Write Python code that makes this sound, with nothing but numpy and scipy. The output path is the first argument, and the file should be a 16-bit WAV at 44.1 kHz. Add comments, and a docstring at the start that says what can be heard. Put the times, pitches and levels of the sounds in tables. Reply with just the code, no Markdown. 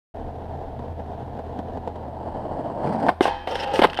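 """A skateboard rolls up over rough asphalt towards a low microphone, pops off its tail and lands on
a hollow steel rail. Grit drums through the wheels, and each blow knocks a woody note out of the deck.
The trucks stick and slip along the ringing rail, then the board clatters to the street and rolls on.
Light wind and a low hum lie underneath, and the house fronts give a faint echo."""
import sys
import numpy as np
from scipy import signal
from scipy.fft import rfft, irfft
from scipy.io import wavfile

SR = 44100
rng = np.random.default_rng(int(sys.argv[2]) if len(sys.argv) > 2 else 0)


def store_pcm(level_fs):
    """Save levels as 16-bit WAV."""
    pcm = np.round(np.clip(level_fs, -1, 1) * 32767).astype(np.int16)
    wavfile.write(sys.argv[1], SR, np.atleast_2d(pcm).T)


N = 176400
T = np.arange(N) / SR

# fader ride of the rolling wheels: t/s, level/dB
ROLL_LEVEL = [(.14, -36), (1.3, -36), (1.85, -35), (2.35, -31), (2.8, -29), (2.89, -24), (3.01, -28.5),
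              (3.04, -22.5), (3.085, -22), (3.125, -34), (3.17, -50), (3.8, -33), (3.86, -37), (4.0, -39.5)]
# tail pop, hits on the rail, landing: t/s, knock level/dB, focus f/Hz, crack level/dB, rail level/dB
BLOWS = [(3.0853, -11.5, 1580, -22, -97), (3.0897, -4.5, 835, -19, -105), (3.0926, -8.5, 1170, -38, -93),
         (3.2078, -1.5, 349, -15.5, -24.5), (3.2548, -6.5, 920, -23, -17.5), (3.2803, -18.5, 628, -23, -25),
         (3.4735, -16.5, 640, -21.5, -23.5), (3.7918, -3, 383, -13, -53), (3.8176, -8.5, 420, -12.5, -50),
         (3.8215, -12.5, 517, -14, -45), (3.8337, -7.5, 1040, -16, -52), (3.8385, -13, 1020, -10, -47),
         (3.8442, -14, 1090, -12.5, -60), (3.8505, -6, 440, -19.5, -58), (3.989, -9.5, 714, -18, -52)]
# trucks scraping the rail: t/s, length/s, growl level/dB, rasp level/dB, hiss level/dB
SCRAPES = [(3.208, 0.054, -31, -32.5, -42), (3.262, 0.018, -26.5, -38.5, -55),
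           (3.468, 0.079, -30, -43.5, -57), (3.544, 0.097, -33, -34.5, -52.5),
           (3.654, 0.075, -28.5, -42.5, -73), (3.732, 0.056, -25, -35, -42.5)]
# midrange bite of scraped metal: f/Hz, level/dB
RASP_EQ = [(700, -10.5), (1400, 5.5), (1900, 6), (2300, -7), (2750, 8), (3400, 0.5), (4400, -9),
           (5400, -17), (6800, -54), (15000, -66)]
# bright sizzle of a hard contact: f/Hz, level/dB
HISS_EQ = [(3000, 4), (5500, 17), (7300, 5.5), (9200, 13), (10800, -11), (12500, 0), (15000, -7)]


def undb(db):
    return 10 ** (np.asarray(db) / 20)


def unit(x):
    """Scale to rms 1."""
    return x / np.sqrt(np.mean(x ** 2))


def curve(table, column=1):
    """Gain over time from a dB column."""
    rows = np.array(table)
    return undb(np.interp(T, rows[:, 0], rows[:, column]))


def ring(x, response):
    """Pass a force through an impulse response."""
    return signal.fftconvolve(x, response)[:N]


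def colour(x, points, tilt_db=0, size=4096):
    """Minimum-phase EQ through (f/Hz, level/dB) points, tilted per octave; keeps white noise's power."""
    hz, db = np.array(points).T
    octave = np.log2(np.maximum(np.fft.rfftfreq(size, 1 / SR), 1))
    octaves_below = np.maximum(np.log2(hz[0]) - octave, 0)
    gain = undb(np.interp(octave, np.log2(hz), db) + tilt_db * octave - 10 * octaves_below)
    cepstrum = irfft(np.log(gain))
    cepstrum[1:size // 2] *= 2
    cepstrum[size // 2 + 1:] = 0
    response = irfft(np.exp(rfft(cepstrum)))
    return ring(x, response / np.linalg.norm(response))


def noise():
    return rng.standard_normal(N)


def walk(per_s):
    """Smooth random wander, spread near 1."""
    knots = rng.standard_normal(4096)
    return 1.2 * np.interp(T * per_s, np.arange(len(knots)), knots)


def band(hz, width_hz):
    """A rough resonance: its strength and phase waver within a narrow band."""
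    phase = 2 * np.pi * np.cumsum(hz * np.ones(N)) / SR
    return walk(width_hz) * np.sin(phase) + walk(width_hz) * np.cos(phase)


def grit(per_s, spread_db):
    """Dense tiny impacts, a few stronger than the rest."""
    size = undb(spread_db * np.minimum(rng.exponential(size=N), 5))
    hits = rng.random(N) < per_s / SR
    return unit(hits * size * np.sign(noise()))


def fade(start, decay_s):
    """Sudden onset, exponential decay."""
    return (T >= start) * np.exp(-np.clip((T - start) / decay_s, 0, 50))


def stroke(start, length, attack_s=0.0098, release_s=0.014):
    """Attack, hold and release of a sliding contact."""
    attack = np.clip((T - start) / attack_s, 0, 1)
    return attack * np.exp(-np.clip((T - start - length) / release_s, 0, 50))


def modes(table, count):
    """Decaying partials of a struck body."""
    t = T[:count]
    return sum(undb(db - 60 * t / t60) * np.sin(2 * np.pi * hz * t) for hz, db, t60 in table)


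def add(out, start, x):
    """Mix x in at a time."""
    i = min(int(start * SR), N - 1)
    out[i:i + len(x)] += x[:N - i]


def air(hum_hz=81.3):
    """The bed: a wavering low hum, gusts on the microphone and a faint steady hiss."""
    # fader rides of the bed: t/s, hum level/dB, wind level/dB
    levels = [(.14, -37, -39.5), (1.2, -38, -45), (2.3, -41, -47), (3.0, -45, -53.5), (4.0, -45, -43.5)]
    # wind rumble: f/Hz, level/dB
    wind_eq = [(15, -1.5), (30, 15.5), (60, 0.5), (120, -29.5), (400, -40), (15000, -100)]
    # steady hiss: f/Hz, level/dB
    floor_eq = [(1000, 4), (4000, -9), (7000, -24.5), (9600, -19.5), (11200, -29), (13000, -19),
                (15000, -35)]
    pitch = hum_hz * (1 + 0.0314 * walk(24))
    hum = np.sin(2 * np.pi * np.cumsum(pitch) / SR) * undb(2 * walk(20.99))
    wind = colour(noise(), wind_eq) * undb(2.5 * walk(11))
    hiss = undb(-61) * colour(noise(), floor_eq)
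    return unit(hum) * curve(levels, column=1) + unit(wind) * curve(levels, column=2) + hiss


def street_echo(direct, lag_s=0.023, t60_s=0.56):
    """The house fronts throw back a short, diffuse tail."""
    wash = colour(noise(), [(100, -2), (2500, -5.0), (12000, 0.5)])
    tail = wash * fade(lag_s, t60_s / np.log(1000))
    return ring(direct, tail / np.linalg.norm(tail))


def grains(from_s=2.768, rise_s=0.17):
    """Loose grains crunch under the wheels, heard only once the board is close."""
    # crisp top of the crunch: f/Hz, level/dB
    crunch_eq = [(1500, 11), (3700, -12.5), (4800, -4), (6700, -25), (8800, -13.5), (11000, -32),
                 (15000, -29)]
    impacts = np.abs(grit(per_s=450, spread_db=0.8))
    snaps = unit(ring(impacts, fade(0, decay_s=0.0028)) * noise())
    close = np.clip((T - from_s) / rise_s, 0, 1)
    return undb(-17) * close * curve(ROLL_LEVEL) * colour(snaps, crunch_eq)


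def drone():
    """A rough low resonance of the rolling board climbs just before the pop."""
    # rising boom of the board: t/s, f/Hz, level/dB
    sweep = [(2.83, 124.5, -42.5), (2.88, 141, -30), (2.94, 227.8, -30), (3.0, 234.6, -31.5),
             (3.04, 275, -24), (3.075, 324, -20.5), (3.11, 362, -51)]
    times, hz, _ = np.array(sweep).T
    return band(np.interp(T, times, hz), width_hz=50) * curve(sweep, column=2)


def squeals():
    """Sliding contacts catch for a moment in a hoarse squeal."""
    # squeals of trucks and wheels: t/s, length/s, f/Hz, level/dB
    catches = [(3.501, 0.0051, 5400, -42), (3.541, 0.013, 5340, -44), (3.59, 0.019, 5270, -40),
               (3.961, 0.03, 3100, -36)]
    return sum(undb(db) * stroke(s, length) * band(hz, width_hz=810) for s, length, hz, db in catches)


def rattles():
    """Sharp metal ticks from the trucks, on the rail and after the landing."""
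    # truck ticks: t/s, level/dB
    cues = [(3.555, -24), (3.675, -29), (3.757, -17.5), (3.7594, -29), (3.871, -28), (3.899, -28),
            (3.904, -31), (3.9319, -24.5), (3.9445, -28), (3.951, -32), (3.973, -24), (3.979, -27)]
    ticks = noise() * sum(undb(db) * fade(s, decay_s=0.0021) for s, db in cues)
    return colour(ticks, RASP_EQ) + undb(-20) * colour(ticks, HISS_EQ)


def wheels(far_until_s=1.7, near_at_s=2.25):
    """Asphalt grit drums through the wheels into the deck, fuller as it nears; stones knock."""
    # wheels and deck from afar: f/Hz, level/dB
    far_eq = [(59, -21), (109, -23), (231, -3.5), (345, -11.5), (472, -6), (558, -10.5), (688, -3),
              (983, -14), (1160, -28.5), (1730, -29), (2320, -43.5), (3110, -39), (5600, -53), (15000, -71)]
    # wheels and deck close up: f/Hz, level/dB
    near_eq = [(60, -22.5), (132, -4), (229, -1.5), (408, -5.5), (679, 2), (916, -3), (1210, -22),
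               (1750, -26), (2420, -43), (3050, -33), (3650, -46.5), (4500, -40), (6090, -56),
               (8620, -49.5), (15000, -92)]
    # wheels hitting stones and cracks: t/s, level/dB
    bumps = [(0.792, -26), (1.39, -26), (1.589, -20), (1.734, -30), (1.772, -25.5), (1.875, -19.5),
             (1.958, -25.5), (3.036, -31), (3.065, -15)]
    road = grit(per_s=2500, spread_db=2) * undb(1.85 * walk(35))
    near = np.clip((T - far_until_s) / (near_at_s - far_until_s), 0, 1)
    roll = (1 - near) * colour(road, far_eq) + near * colour(road, near_eq)
    knocks = noise() * sum(undb(db) * fade(s, decay_s=0.0074) for s, db in bumps)
    return roll * curve(ROLL_LEVEL) + colour(knocks, far_eq, tilt_db=0.5)


def rail(shimmer_t60_s=0.6, drive_db=-2.5):
    """The hollow rail rings when struck and sings under the scraping."""
    # modes of the steel rail: f/Hz, level/dB, t60/s
    steel_modes = [(511, -19.5, 0.86), (670, -16, .5), (811, -3.5, 0.59), (840, -8, .5), (900, -5.5, 0.45),
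                   (968, -14, 0.42), (1257, -21, 0.74), (1590, -18.5, 0.78), (1690, -21, 1.2),
                   (2546, -20, 0.75), (3122, -17, 1.5)]
    # its many faint overtones: f/Hz, level/dB
    shimmer_eq = [(150, 2), (500, -28.5), (850, 15.5), (1200, -8.5), (1700, -1), (2300, -11), (3100, -11),
                  (5000, -18.5), (7000, -39), (15000, -71)]
    shimmer = colour(noise(), shimmer_eq) * undb(-60 * T / shimmer_t60_s)
    response = modes(steel_modes, count=SR) / 2 + undb(-10) * shimmer[:SR]
    rubbing = sum(undb(db + drive_db) * stroke(s, length) for s, length, db, _, _ in SCRAPES)
    force = rubbing * noise() / np.linalg.norm(response)
    for s, _, _, _, db in BLOWS:
        add(force, s, undb([db]))
    return ring(force, response)


def grind():
    """Trucks stick and slip on steel: the board growls, the metal rasps and hisses."""
    # throaty body of the scraping board: f/Hz, level/dB
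    growl_eq = [(80, -51), (220, -13.5), (400, -11.5), (520, 2), (640, -9.5), (830, -3), (1000, -28.5),
                (1250, -13), (3000, -61.5)]
    slips = grit(per_s=2200, spread_db=1.5) * undb(3 * walk(110))
    growl = colour(slips, growl_eq)
    rasp = colour(slips, RASP_EQ)
    hiss = colour(unit(slips + noise() / 2), HISS_EQ)
    return sum(stroke(s, length) * (undb(growl_db) * growl + undb(rasp_db) * rasp + undb(hiss_db) * hiss)
               for s, length, growl_db, rasp_db, hiss_db in SCRAPES)


def board(focus_octaves=0.32, attack_s=0.00038):
    """Each blow rings the deck with a short crack; the place struck favours modes near one pitch."""
    # modes of deck and trucks: f/Hz, level/dB, t60/s
    deck_modes = [(271, -16.5, 0.14), (376, 6, 0.027), (523, 7.5, 0.024), (736, 15, 0.05), (818, 11, 0.045),
                  (1052, 10, 0.043), (1540, 26.5, 0.012), (2122, 17, 0.04)]
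    # crack of the impact: f/Hz, level/dB
    crack_eq = [(59, -68), (100, -34), (172, 5), (330, -5.5), (443, 4), (1050, 2), (1430, -9.5),
                (2130, -11.5), (2470, -19.5), (2990, -12.5), (5720, -35), (6910, -53), (8700, -46.5),
                (15000, -55)]
    # the deck radiates little bass; the contact softens the top
    body_filter = signal.butter(3, [280, 4500], "bandpass", fs=SR, output="sos")
    knocks = np.zeros(N)
    for s, peak_db, focus_hz, _, _ in BLOWS:
        struck = [(hz, db - 10 * np.log10(1 + (np.log2(hz / focus_hz) / focus_octaves) ** 4), t60)
                  for hz, db, t60 in deck_modes]
        knock = signal.sosfilt(body_filter, modes(struck, count=4000))
        knock *= 1 - np.exp(-T[:len(knock)] / attack_s)
        add(knocks, s, undb(peak_db) * knock / np.abs(knock).max())
    cracks = noise() * sum(undb(db) * fade(s, decay_s=0.0064) for s, _, _, db, _ in BLOWS)
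    return knocks + colour(cracks, crack_eq, tilt_db=2.5) + undb(-34) * colour(cracks, HISS_EQ)


def scene():
    """Board and rail up front, a touch of street echo and the bed beneath, in mono."""
    direct = wheels() + grains() + drone() + board() + grind() + rail() + rattles() + squeals()
    return (direct + undb(-20) * street_echo(direct) + air())[None]


def record(dry, start_s=0.14, fade_in_s=0.0044, top_hz=15100):
    """The sound cuts in, peaks clip at full scale and a steep low-pass takes off the top."""
    opened = np.clip((T - start_s) / fade_in_s, 0, 1)
    lowpass = signal.ellip(8, .2, 70, top_hz, fs=SR, output="sos")
    return signal.sosfilt(lowpass, np.clip(dry * opened, -1, 1))


dry = scene()
out = record(dry)
store_pcm(out)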